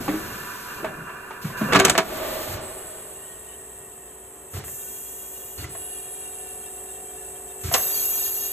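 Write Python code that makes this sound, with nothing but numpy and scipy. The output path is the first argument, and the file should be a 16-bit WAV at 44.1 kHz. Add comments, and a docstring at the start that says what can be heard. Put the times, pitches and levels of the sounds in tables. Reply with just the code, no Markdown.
"""Two plastic bottles in a filler: vacuum buckles their walls, then gas snaps them back out in a volley
of pops. Pneumatic valves thump and switch between a throttled and a wide open hissing jet; at the end
a vent bangs open and blows through the ringing gas pipe. A pump and a motor hum behind it all.
Two closely spaced microphones listen in the steel cabinet."""
import sys
import numpy as np
from scipy import signal
from scipy.fft import rfft, irfft, next_fast_len
from scipy.io import wavfile
from scipy.ndimage import map_coordinates

SR = 44100
rng = np.random.default_rng(int(sys.argv[2]) if len(sys.argv) > 2 else 0)


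def dump_mix(stems):
    """Bounce the given channels to the path in sys.argv[1] as a 16-bit WAV at rate SR."""
    frames = np.atleast_2d(stems).T  # one column per channel
    limited = np.clip(frames, -1, 1)  # hard clip at full scale
    pcm = np.round(limited * 32767).astype(np.int16)
    wavfile.write(sys.argv[1], SR, pcm)


N = 375732

# Bottle wall and valve block resonances. Each row: centre in Hz, width in Hz, gain in dB.
WALL_MODES = [(181.7, 16, 12), (306.5, 18, 6.5), (377, 16, 10), (460, 13, 5), (640, 23, 9.5), (735, 12, 10),
              (969, 12, 6), (1137, 18, 9), (1184, 14, 8), (1422, 7.1, -2.5), (1533, 16, 3), (1686, 17, 1.5),
              (2220, 20, 3), (2270, 20, 4), (2630, 14, 6)]
VALVE_MODES = [(546, 60, -23), (640, 200, 12), (1080, 61, 9.5), (1800, 410, 6), (2850, 81, 5)]
# Crumpling plastic. Each row: frequency in Hz, gain in dB.
CRUMPLE_SPECTRUM = [(30, -38), (70, 13), (130, -30), (600, -4.5), (1250, 3), (2400, -3), (3600, -6),
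                    (7000, -19), (15000, -44)]
# Valve piston strokes. Each row: start in seconds, travel in seconds, level in dB.
PISTON_STROKES = [(2.499, 0.055, -27.5), (4.556, 0.022, -27), (5.599, 0.0497, -29), (7.657, 0.035, -24)]


def bottles():
    """Slack walls cave in with dull booms; taut ones snap back out with sharp cracks and ring."""
    # Each row: start in seconds, pitch in Hz, relative level in dB, ring in cycles, pitch slide.
    buckles = [(0, 248, -26, 7.8, 0.024), (.078, 827, -20.5, 8.4, -0.028), (0.082, 311.2, -19, 62, -.1),
               (.088, 1140, -30, 20, 0.21), (.135, 319, -20.5, 27, -0.039), (0.826, 304, -26.5, 11, 0.19),
               (0.842, 610, -19.5, 27, 0.11), (.973, 160, -34.5, 13, 0.14), (1.002, 143, -33, 8.8, 0.12),
               (1.092, 884, -34.5, 12, 0.21), (1.136, 1250, -50, 11, 0.065), (1.305, 804, -29.5, 7.6, 0.19),
               (1.44, 135, -15.5, 5.7, 0.44), (1.467, 96.5, -23, 5.9, 0.3), (1.499, 1006, -34, 20, 0.055),
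               (1.608, 193.6, -15.5, 17, 0.29), (1.611, 640, -26, 23, -0.041), (1.649, 160, -26, 17, 0.15),
               (1.683, 496, -29, 20, 0.125)]
    # Each row: start in seconds, pitch in Hz, relative level in dB, crack offset in dB.
    snaps = [(1.722, 441, -14.5, -20), (1.731, 459, -11.5, -13), (1.746, 188, -12.5, -18),
             (1.749, 1170, -13, -15), (1.757, 279, -7.5, -11.5), (1.764, 586, -11.5, -17),
             (1.772, 1160, -28, -19), (1.79, 440, -16, -8), (1.797, 374, -8.5, -7), (1.843, 497, -17, -22),
             (1.849, 445, -12.5, 3.5), (1.88, 231, -17, -11), (1.896, 567, -14, 3), (1.95, 473, -17.5, -24),
             (1.977, 626, -13, -1.5), (1.983, 620, -12, -12)]
    crumple_db = lambda hz: 4.5 * np.log2(hz / 375)  # smaller, higher panels crumple more
    caving = [(s, hz, db, db + crumple_db(hz), db + crumple_db(hz)) for s, hz, db, _, _ in buckles]
    cycles, slides = np.transpose(buckles)[3:]
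    dents = blows(caving, WALL_MODES, body_db=5, clack_db=-10, crack_db=-19, rise_s=0.0012,
                  cycles=cycles, slides=slides, clack_t60_s=0.19, crack_t60_s=0.042, dull_hz=3100,
                  fold_cycles=1)
    snapping = [(s, hz, db, db, db + sharp_db) for s, hz, db, sharp_db in snaps]
    pops = blows(snapping, WALL_MODES, body_db=-4.5, clack_db=1.5, crack_db=8, rise_s=0.0015,
                 cycles=42, slides=0.098, clack_t60_s=0.078, crack_t60_s=0.035, dull_hz=12200)
    return dents + pops + wall_ring(snaps, ring_db=-25, rise_s=0.002)


def blows(events, resonances, body_db, clack_db, crack_db, rise_s, cycles, slides,
          clack_t60_s, crack_t60_s, dull_hz, fold_cycles=0):
    """Each blow swings a panel, shakes its dense higher modes and cracks."""
    # Each row: frequency in Hz, gain in dB.
    crack_spectrum = [(1000, -45), (2800, 11.5), (5000, 7), (7200, 12), (9500, 7.5), (12500, -1),
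                      (15500, 3)]
    near = [(200, 0.89), (1500, 0.98), (3500, 0.29), (7000, 1.0)]  # Hz, left-right coherence
    partials = [(0.65, -11.5), (1, -1), (1.37, -11.5), (1.85, -17)]  # pitch ratio, dB
    out, t = np.zeros((2, N)), np.arange(SR // 4) / SR
    dense = lambda f: np.hypot(colour(CRUMPLE_SPECTRUM)(f), modes(resonances)(f))
    dulled = lambda f: dense(f) / np.hypot(1, (f / dull_hz) ** 2)
    each = np.ones(len(events))
    for (s, hz, body, clack, crack), ring_cycles, slide in zip(events, cycles * each, slides * each):
        warped_s = t + slide * 0.025 * (1 - np.exp(-t / 0.031))  # pitch settles as the stress lets go
        panel = sum(amp(db) * np.sin(2 * np.pi * hz * ratio * warped_s * rng.normal(1, 0.0072))
                    for ratio, db in partials)
        panel_t60_s = ring_cycles / hz + 0.056
        sound = amp(body + body_db - 60 * t / panel_t60_s) * panel
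        # Modes far below the panel's pitch hardly shake.
        shaken = lambda f: dulled(f) * f ** 2 / np.hypot(f ** 2, (0.24 * hz) ** 2)
        sound = sound + amp(clack + clack_db - 60 * t / clack_t60_s) * rush(shaken, near, len(t))
        sound += amp(crack + crack_db - 60 * t / crack_t60_s) * rush(colour(crack_spectrum), near, len(t))
        swell = 1 - np.exp(-(t / (rise_s + fold_cycles / hz)) ** 2)  # large panels fold more slowly
        add(out, s, swell * sound)
    return signal.sosfilt(signal.butter(3, 90, "high", fs=SR, output="sos"), out)


def wall_ring(snaps, ring_db, rise_s):
    """Every snap leaves the hollow walls ringing, each mode a little differently."""
    out, t = np.zeros((2, N)), np.arange(SR // 2) / SR
    for s, _, db, _ in snaps:
        ring = np.zeros(len(t))
        for hz, width_hz, mode_db in WALL_MODES:
            decay = amp(mode_db + 2 * rng.standard_normal()) * np.exp(-np.pi * width_hz * t)
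            ring += decay * np.sin(2 * np.pi * hz * t + rng.uniform(0, 2 * np.pi))
        add(out, s, amp(db + ring_db) * (1 - np.exp(-t / rise_s)) * ring)
    return out


def crunch():
    """Small creases flatten in a dense, uneven rattle as the bottles fill out."""
    creases = unit(amp(5.9 * wobble(350)) * rush(colour(CRUMPLE_SPECTRUM)))
    return flow(1.722, 1.722, db=-22.6, rise_s=0.0098, fall_s=0.15) * creases


def vacuum():
    """Air is drawn through the resonant necks while the seals leak; gas surges in just before the pops."""
    # Each row: time in seconds, relative neck level in dB, relative rumble level in dB.
    suction = [(0.0, -41.5, -36), (0.358, -36.5, -42), (0.602, -38, -50.5), (0.886, -38, -40),
               (1.092, -38.5, -50.5), (1.402, -41, -51.5), (1.618, -46, -39), (1.72, -25, -32)]
    # Each row: centre in Hz, width in Hz, gain in dB.
    neck_modes = [(990, 38, 7.5), (1168, 117, 5), (1510, 160, 7), (1741, 22, 9.5), (2430, 40, 0),
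                  (2744, 52, 0.5)]
    # Each row: start in seconds, end in seconds, level in dB.
    seal_leaks = [(0, 0.778, -36), (1.413, 1.47, -38), (1.568, 1.73, -38.5)]
    # Each row: frequency in Hz, gain in dB.
    leak_spectrum = [(500, -45), (2000, 0), (3300, -2), (5200, -2), (6200, -3), (8500, -1.5), (10500, -2),
                     (13000, 1), (14500, -2), (15600, -5)]
    neck_tilt = colour([(600, 9), (900, 5), (2850, 6), (3200, -12)])
    low = colour([(25, 9), (60, 5), (120, 9), (200, 8), (420, 5), (800, 2), (2000, -44), (5000, -53)])
    flutter = amp(1.1 * wobble(40))
    surge = flow(1.54, 1.91, db=-32, rise_s=0.014, fall_s=0.057)
    neck_gain = flutter * np.hypot(amp(1) * level(suction, column=1, fade_s=0.03), surge)
    necks = neck_gain * rush(lambda hz: modes(neck_modes)(hz) * neck_tilt(hz))
    rumble = amp(1.5) * level(suction, column=2, fade_s=0.0066) * rush(low)
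    leaks = sum(flow(*row, rise_s=0.0043, fall_s=0.1, sag_db_per_s=4.5) for row in seal_leaks)
    seepage = flow(0, suction[-1][0], db=-50, rise_s=0.012, fall_s=0.05)
    return necks + rumble + np.hypot(leaks, seepage) * rush(colour(leak_spectrum))


def purge():
    """Gas floods the empty bottles; their hollow rush dies as the pressure evens out."""
    # Each row: frequency in Hz, gain in dB.
    hiss_spectrum = [(200, -48), (900, -38), (1500, -16), (2800, -9), (4200, -9), (6000, -11), (8500, -4.5),
                     (10500, -8), (11600, -9), (13200, -1.5), (14300, -3), (15600, -40)]
    hollow_spectrum = [(30, -3.5), (60, -10), (250, -10), (370, -3.5), (470, -6), (610, -6), (780, -6),
                       (1150, -10.5), (1600, -12.5), (2800, -16.5), (5000, -22.5), (9000, -38)]
    # Air in the bottles. Each row: centre in Hz, width in Hz, gain in dB.
    air_modes = [(372, 26, -6), (538, 25, -3.5), (628, 27, 2), (870, 40, -15), (1163, 75, -10.5),
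                 (1490, 52, -14), (1780, 60, -13.5), (2450, 47, -26), (2800, 110, -26)]
    start_s, hiss_s, hollow_s = 2.014, 0.521, 0.22
    hiss = flow(start_s, start_s + hiss_s, db=-33.5, rise_s=0.12, fall_s=0.028)
    hiss = hiss * rush(colour(hiss_spectrum))
    air = amp(-2) * rush(colour(hollow_spectrum)) + amp(-3) * rush(modes(air_modes))
    hollow = flow(start_s, start_s + hollow_s, db=-27.5, rise_s=0.12, fall_s=0.4) * air
    return amp(1.1 * wobble(31.25)) * hiss + amp(0.76 * wobble(11)) * hollow


def knocks():
    """A valve hits its seat, rings the block and spits."""
    # Each row: start in seconds, pitch in Hz, relative levels of body, clack and spit in dB.
    seat_hits = [(4.539, 480, -34, -45, -52), (4.567, 724, -33, -39, -57), (4.599, 403, -25.5, -37, -59),
                 (4.638, 1230, -36, -37.5, -55), (4.679, 1910, -44, -38, -58), (5.584, 900, -42, -40, -46),
                 (5.612, 650, -43, -47, -55), (5.642, 2030, -24, -39, -49), (5.75, 674, -26, -35, -60),
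                 (7.713, 680, -12.5, -29.5, -39), (7.739, 650, -13, -21, -14.5),
                 (7.744, 503, -19, -14, -31), (7.759, 1160, -14, -28, -45)]
    return blows(seat_hits, VALVE_MODES, body_db=-5.5, clack_db=-1, crack_db=5.5, rise_s=0.0008,
                 cycles=2.8, slides=0, clack_t60_s=0.08, crack_t60_s=0.071, dull_hz=6000)


def pistons():
    """A piston gives one low swing of air pressure as it starts and another as it stops."""
    swing_hz, width_s, centre_s = 92, 0.0098, 0.05
    out, t = np.zeros((2, N)), np.arange(SR // 10) / SR - centre_s
    swing = -np.cos(2 * np.pi * swing_hz * t) * np.exp(-(t / width_s) ** 2)
    for start_s, travel_s, db in PISTON_STROKES:
        for s in (start_s, start_s + travel_s):
            add(out, s - centre_s, amp(db) * swing)
    return out


def spills():
    """A moving piston lets a rough puff of air through."""
    # Each row: frequency in Hz, gain in dB.
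    puff_spectrum = [(30, -34), (70, 12.5), (185, 1.5), (250, -5), (350, 1.5), (650, -22), (1300, -8),
                     (2200, -10.5), (4000, -13), (8000, -13), (15000, -60)]
    lead_s, lag_s = 0.023, 0.0029
    gain = sum(flow(s - lead_s, s + travel_s + lag_s, db - 9.5, rise_s=0.0025, fall_s=0.067)
               for s, travel_s, db in PISTON_STROKES)
    return gain * amp(0.66 * wobble(160)) * rush(colour(puff_spectrum))


def jets():
    """The valves switch between a throttled and a wide open jet; the flow sounds the pipe."""
    # Each row: start and end in seconds, level in dB, sag in dB/s, relative upper resonance level in dB.
    throttled_spans = [(2.602, 4.512, -37.5, 4, -41), (5.686, 7.622, -37, 0.5, -32)]
    # Each row: start in seconds, end in seconds, level in dB.
    open_spans = [(4.498, 4.59, -38), (4.634, 5.643, -33), (7.6, 7.716, -33.5)]
    # Each row: frequency in Hz, gain in dB.
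    throttled_spectrum = [(2500, -45), (4400, -26), (6000, -20), (7100, -11), (7520, -5), (7720, 6.5),
                          (7900, 4), (8120, -1), (8480, 6.5), (8850, -3), (9150, -1), (9700, -12),
                          (10500, -1.5), (11500, -9), (12900, -12), (14100, -3.5), (15300, -24)]
    open_spectrum = [(2500, -45), (4400, -32), (5400, -16), (6600, -6), (8200, 1.5), (8700, -2), (9150, 1),
                     (9600, -2), (10250, 1.5), (11400, -6), (13000, -1), (14200, 0), (15000, -10),
                     (15600, -21)]
    pipe_tilt = colour([(1500, 8), (2400, 2), (2800, 3), (3300, 2), (3750, -3.5), (4300, -7.5),
                        (4900, -9.5), (7000, -11)])
    throttled = sum(flow(start_s, end_s, db, rise_s=0.013, fall_s=0.008, sag_db_per_s=sag)
                    for start_s, end_s, db, sag, _ in throttled_spans)
    upper = sum(flow(start_s, end_s, db, rise_s=0.08, fall_s=0.012, sag_db_per_s=8.5)
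                for start_s, end_s, _, _, db in throttled_spans)
    wide = sum(flow(*row, rise_s=0.018, fall_s=0.0099, sag_db_per_s=4.5) for row in open_spans)
    out = wide * rush(colour(open_spectrum)) + throttled * rush(colour(throttled_spectrum))
    out += upper * amp(1.2 * wobble(30) - 1.5) * glide(rush(modes([(10700, 340, 0)])), waver=0.004)
    sustained = sum(flow(*row, rise_s=0.019, fall_s=0.019) for row in open_spans)
    drive = amp(-19) * throttled + amp(-17.5) * upper + amp(-18) * sustained
    out += drive * pipe(pipe_tilt, waver=0.00198, flutter_db=2)
    out += head_whistle()
    # One line never quite closes.
    seep = amp(-51.5) * rush(modes([(8180, 520, -0.24), (10900, 390, -0.75)]))
    seep += amp(-56.5) * rush(colour(open_spectrum))
    return seep + out * amp(0.2 * wobble(18))


def vent():
    """Pressure escapes in a bright jet that rings pipe and nozzle; its first gust roars in the block."""
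    # Each row: frequency in Hz, gain in dB.
    jet_spectrum = [(60, -16), (200, -19), (1100, -13), (2100, -21), (3500, -27), (4400, -23), (5100, -15),
                    (5800, -19), (6900, -13), (7180, -28), (7450, -9), (7800, -1), (8050, -2), (8600, -11),
                    (9300, -6), (9650, -8), (10100, 0), (12700, 1), (14300, -1), (15600, -8)]
    # Each row: centre in Hz, width in Hz, gain in dB.
    nozzle_modes = [(7880, 130, -8), (10380, 110, -6), (10960, 80, -4), (11480, 75, 0), (11940, 55, -6),
                    (12590, 100, 1), (13340, 50, -7), (13780, 65, -2), (14330, 90, -3), (15460, 70, -5)]
    start_s, hold_s, gust_s = 7.719, 0.39, 0.019
    ringing = amp(-8.5) * pipe(np.ones_like, waver=0.00206, flutter_db=2.5)
    shrill = amp(-1) * rush(modes(nozzle_modes))
    blast = amp(-2) * rush(colour(jet_spectrum)) + ringing + glide(shrill, waver=0.00095)
    jet = flow(start_s, start_s + hold_s, db=-24, rise_s=0.0023, fall_s=0.62, sag_db_per_s=-1.5)
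    gust = flow(start_s, start_s + gust_s, db=-32, rise_s=0.0046, fall_s=0.12)
    return jet * blast + gust * rush(modes(VALVE_MODES))


def pipe(tilt, waver, flutter_db):
    """Turbulent gas sounds the pipe; neighbouring resonances waver and flutter independently."""
    # Each row: centre in Hz, width in Hz, gain in dB.
    pipe_modes = [(1493, 20, -9.5), (1775, 27, -6), (2394, 44, -7), (2784, 42.5, 0.5), (3275, 33, -1.5),
                  (3734, 37, 0.5), (4174, 42, -1.5), (4680, 34, 0.5), (5000, 89, -20), (5514, 32, 2.5),
                  (5990, 37, 2), (6460, 61, 5.5), (6760, 140, 3.5)]
    out = np.zeros((2, N))
    for group in (pipe_modes[::2], pipe_modes[1::2]):
        response = lambda hz: modes(group)(hz) * tilt(hz)
        weight = np.linalg.norm(response(np.arange(SR // 2)))
        out += weight * glide(rush(response), waver) * amp(flutter_db * wobble(28))
    return unit(out)


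def glide(x, waver):
    """Resonances follow the pipe's pitch: up in open flow, down when throttled, wavering by a share."""
    # Each row: time in seconds, main pipe resonance in Hz.
    pipe_pitch = [(2.6, 2850), (3.0, 2820), (3.5, 2750), (4.5, 2695), (5.1, 2810), (5.55, 2835),
                  (5.9, 2820), (6.5, 2755), (7.7, 2715), (7.95, 2775), (8.5, 2805)]
    nominal_hz = 2787
    speed = np.interp(np.arange(N) / SR, *np.transpose(pipe_pitch)) / nominal_hz
    position = np.cumsum(speed + waver * wobble(40))
    return np.array([map_coordinates(side, [position], order=5, mode="mirror") for side in x])


def chirps():
    """Gas squeezing past a valve seat whistles for a moment."""
    # Each row: start in seconds, length in seconds, pitch in Hz, level in dB.
    whistles = [(3.22, 0.15, 3020, -59), (3.472, 0.08, 2980, -57), (5.575, 0.039, 4430, -44),
                (5.617, 0.017, 2800, -47), (7.925, 0.07, 4670, -35)]
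    return sum(flow(s, s + length_s, db, rise_s=0.0049, fall_s=0.012) * rush(modes([(hz, 22, 0)]))
               for s, length_s, hz, db in whistles)


def head_whistle():
    """A faint, narrow whistle at the filling heads."""
    return flow(3.08, 3.47, db=-57, rise_s=0.099, fall_s=0.77) * rush(modes([(1876, 5.6, 0)]))


def factory():
    """Hall noise, a humming motor and a pump that puffs once a turn; under load they swell and whine."""
    # Each row: multiple of the shaft rate, relative level in dB.
    pump_orders = [(6, -68), (8, -49.8), (9, -52.3), (11, -65), (12, -63.5), (14, -66.5), (15, -56),
                   (18, -66.5), (20, -68), (24, -74), (27, -74), (39, -69.5)]
    # Each row: frequency in Hz, gain in dB.
    throb_spectrum = [(200, -27), (380, 1), (750, -11), (1100, -7.5), (2000, -13), (5000, -50)]
    hall_spectrum = [(25, -28), (58, 4.5), (85, 0.5), (200, -2.5), (330, -1), (400, 2.5), (520, 0),
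                     (750, -3.5), (1100, -4), (1500, -12.5), (1850, -7), (2150, -15.5), (3000, -14),
                     (8000, -45)]
    shaft_hz, whine_hz, whine_drop_hz = 47.78, 728, 50
    load_start_s, load_rise_s = 5.07, 1.5
    load = 1 - np.exp(-np.maximum(np.arange(N) / SR - load_start_s, 0) / load_rise_s)
    shaft_rad = 2 * np.pi * np.cumsum(shaft_hz + 0.0658 * wobble(11)) / SR
    pump = np.zeros(N)
    for order, db in pump_orders:
        peak = np.sqrt(2) * amp(db + 0.33 * wobble(7.9))
        pump += peak * np.sin(order * shaft_rad + rng.uniform(0, 2 * np.pi))
    motor = amp(-59.5) * tone(59.2, drift_hz=0.4, flutter_db=0.6)
    whine = tone(whine_hz + whine_drop_hz * (1 - load), drift_hz=7.9, flutter_db=3.5)
    whine = whine + amp(-3) * rush(modes([(whine_hz, 25, 0)]))
    throb = amp(-58.5) * unit((1 + np.cos(shaft_rad)) ** 3 * rush(colour(throb_spectrum)))
    hall = amp(-49.5) * rush(colour(hall_spectrum))
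    return hall + amp(6.5 * load - 3.1) * (pump + throb + motor) + load * amp(-52.5) * whine


def cabinet(x):
    """The steel walls reverberate; the bass lasts longest."""
    # Each row: frequency in Hz, T60 in seconds.
    decay_times = [(100, 0.86), (500, 0.33), (2500, 0.14), (7000, 0.2), (15000, 0.21)]
    hz, t, noise = signal.stft(rng.standard_normal((2, SR // 2)), SR, nperseg=256)
    decay = amp(-60 * t / along(decay_times, hz)[:, None])
    mid, side = signal.istft(noise * decay, SR, nperseg=256)[1]
    side = filtered(side, colour([(100, -31), (400, -7), (1000, -9), (4000, -2), (7000, -23)]))
    tail = np.pad([mid + side, mid - side], ((0, 0), (SR // 200, 0)))  # 5 ms predelay
    return signal.fftconvolve(x, tail / np.linalg.norm(tail[0]), axes=1)[:, :N]


def flow(start_s, end_s, db, rise_s, fall_s, sag_db_per_s=0):
    """Gain per sample of a gas flow: it builds, sags with the pressure and dies away after its end."""
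    t = np.arange(N) / SR
    age_s = np.maximum(t - start_s, 0)
    release = np.exp(-np.maximum(t - end_s, 0) / fall_s)
    return amp(db - sag_db_per_s * age_s) * (1 - np.exp(-age_s / rise_s)) * release


def rush(response, coherence=None, size=N):
    """Coloured stereo noise of rms 1."""
    # Each row: frequency in Hz, left-right coherence.
    default_coherence = [(100, .99), (350, .88), (700, .5), (1600, .6), (3000, .35), (4100, .35),
                         (4900, .95), (5800, .75), (6800, .95), (8400, .88), (9100, .99), (9700, .999),
                         (10200, .99), (11000, .87), (12400, .96), (14000, .92), (14700, .998)]
    angle = lambda hz: np.arccos(np.clip(along(coherence or default_coherence, hz), -1, 1)) / 2
    split = lambda hz: response(hz) * [np.cos(angle(hz)), np.sin(angle(hz))]
    mid, side = filtered(rng.standard_normal((2, size)), split)
    return unit(np.array([mid + side, mid - side]))


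def tone(hz, drift_hz, flutter_db):
    """A slightly unsteady motor line of rms about 1."""
    phase = 2 * np.pi * np.cumsum(hz + drift_hz * wobble(6)) / SR
    return np.sqrt(2) * np.sin(phase) * amp(flutter_db * wobble(2.66))


def amp(db):
    return 10 ** (np.asarray(db) / 20)


def unit(x):
    return x / np.sqrt(np.mean(x ** 2) + 1e-20)


def along(points, hz):
    """Interpolate (Hz, value) points on a log axis."""
    point_hz, values = np.transpose(points)
    return np.interp(np.log(hz + 1), np.log(point_hz + 1), values)


def colour(points):
    """Frequency response of (Hz, dB) points."""
    return lambda hz: amp(along(points, hz))


def modes(table):
    """Frequency response of (centre Hz, width Hz, dB) resonances with steep skirts."""
    return lambda hz: np.sqrt(sum((amp(db) / (1 + ((hz - centre_hz) / width_hz) ** 2)) ** 2
                                  for centre_hz, width_hz, db in table))


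def level(rows, column, fade_s):
    """Gain per sample of one dB column, fading out beyond its time span."""
    t, times_s = np.arange(N) / SR, np.transpose(rows)[0]
    gate = np.clip(1 + np.minimum(t - times_s[0], times_s[-1] - t) / fade_s, 0, 1)
    return gate * amp(np.interp(t, times_s, np.transpose(rows)[column]))


def wobble(rate_hz):
    """A smooth random curve with rate_hz knots a second."""
    knots = rng.standard_normal(int(N * rate_hz / SR) + 4)
    return map_coordinates(knots, [np.arange(N) * rate_hz / SR])


def filtered(x, response):
    """Apply a frequency response."""
    size = x.shape[-1]
    padded = next_fast_len(size + 8192)
    return irfft(rfft(x, padded) * response(np.fft.rfftfreq(padded, 1 / SR)), padded)[..., :size]


def add(track, start_s, sound):
    part = track[:, max(round(start_s * SR), 0):][:, :sound.shape[-1]]
    part += sound[..., :part.shape[1]]


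def scene():
    """Blows and puffs echo in the cabinet over the gas flows and the factory."""
    hits = bottles() + crunch() + knocks() + spills()
    echo = amp(-12) * cabinet(hits)
    return hits + echo + pistons() + factory() + vacuum() + purge() + jets() + chirps() + vent()


def record(dry):
    """Sound reaches two microphones a little apart; peaks round off and the top treble is cut."""
    # Each row: frequency in Hz, left phase lead in radians.
    phase_lead = [(0, 0), (700, -.5), (1400, -.1), (2200, .7), (3500, 1.2), (4900, 3.14), (7000, 6.28),
                  (9700, 9.42), (12400, 12.57), (14800, 15.6), (15600, 15.85)]
    # Each row: frequency in Hz, left minus right in dB.
    balance = [(100, -0.4), (370, 1), (700, -3), (1200, -0.4), (2000, -2.2), (4000, -0.4), (7000, -0.2),
               (9500, 0)]
    # The deepest bass and highest treble fall away. Each row: frequency in Hz, gain in dB.
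    band_limits = [(20, -9), (45, -0.5), (14200, -1.2), (15000, -11), (15600, -23)]
    sides, top_hz = np.array([[0.5], [-0.5]]), 15660
    phase = lambda hz: np.exp(1j * sides * np.interp(hz, *np.transpose(phase_lead)))
    gain = lambda hz: amp(sides * along(balance, hz)) * colour(band_limits)(hz)
    heard = filtered(dry, lambda hz: phase(hz) * gain(hz))
    rounded = heard / (1 + heard ** 4) ** (1 / 4)
    return filtered(rounded, lambda hz: hz < top_hz)


dry = scene()
out = record(dry)
dump_mix(out)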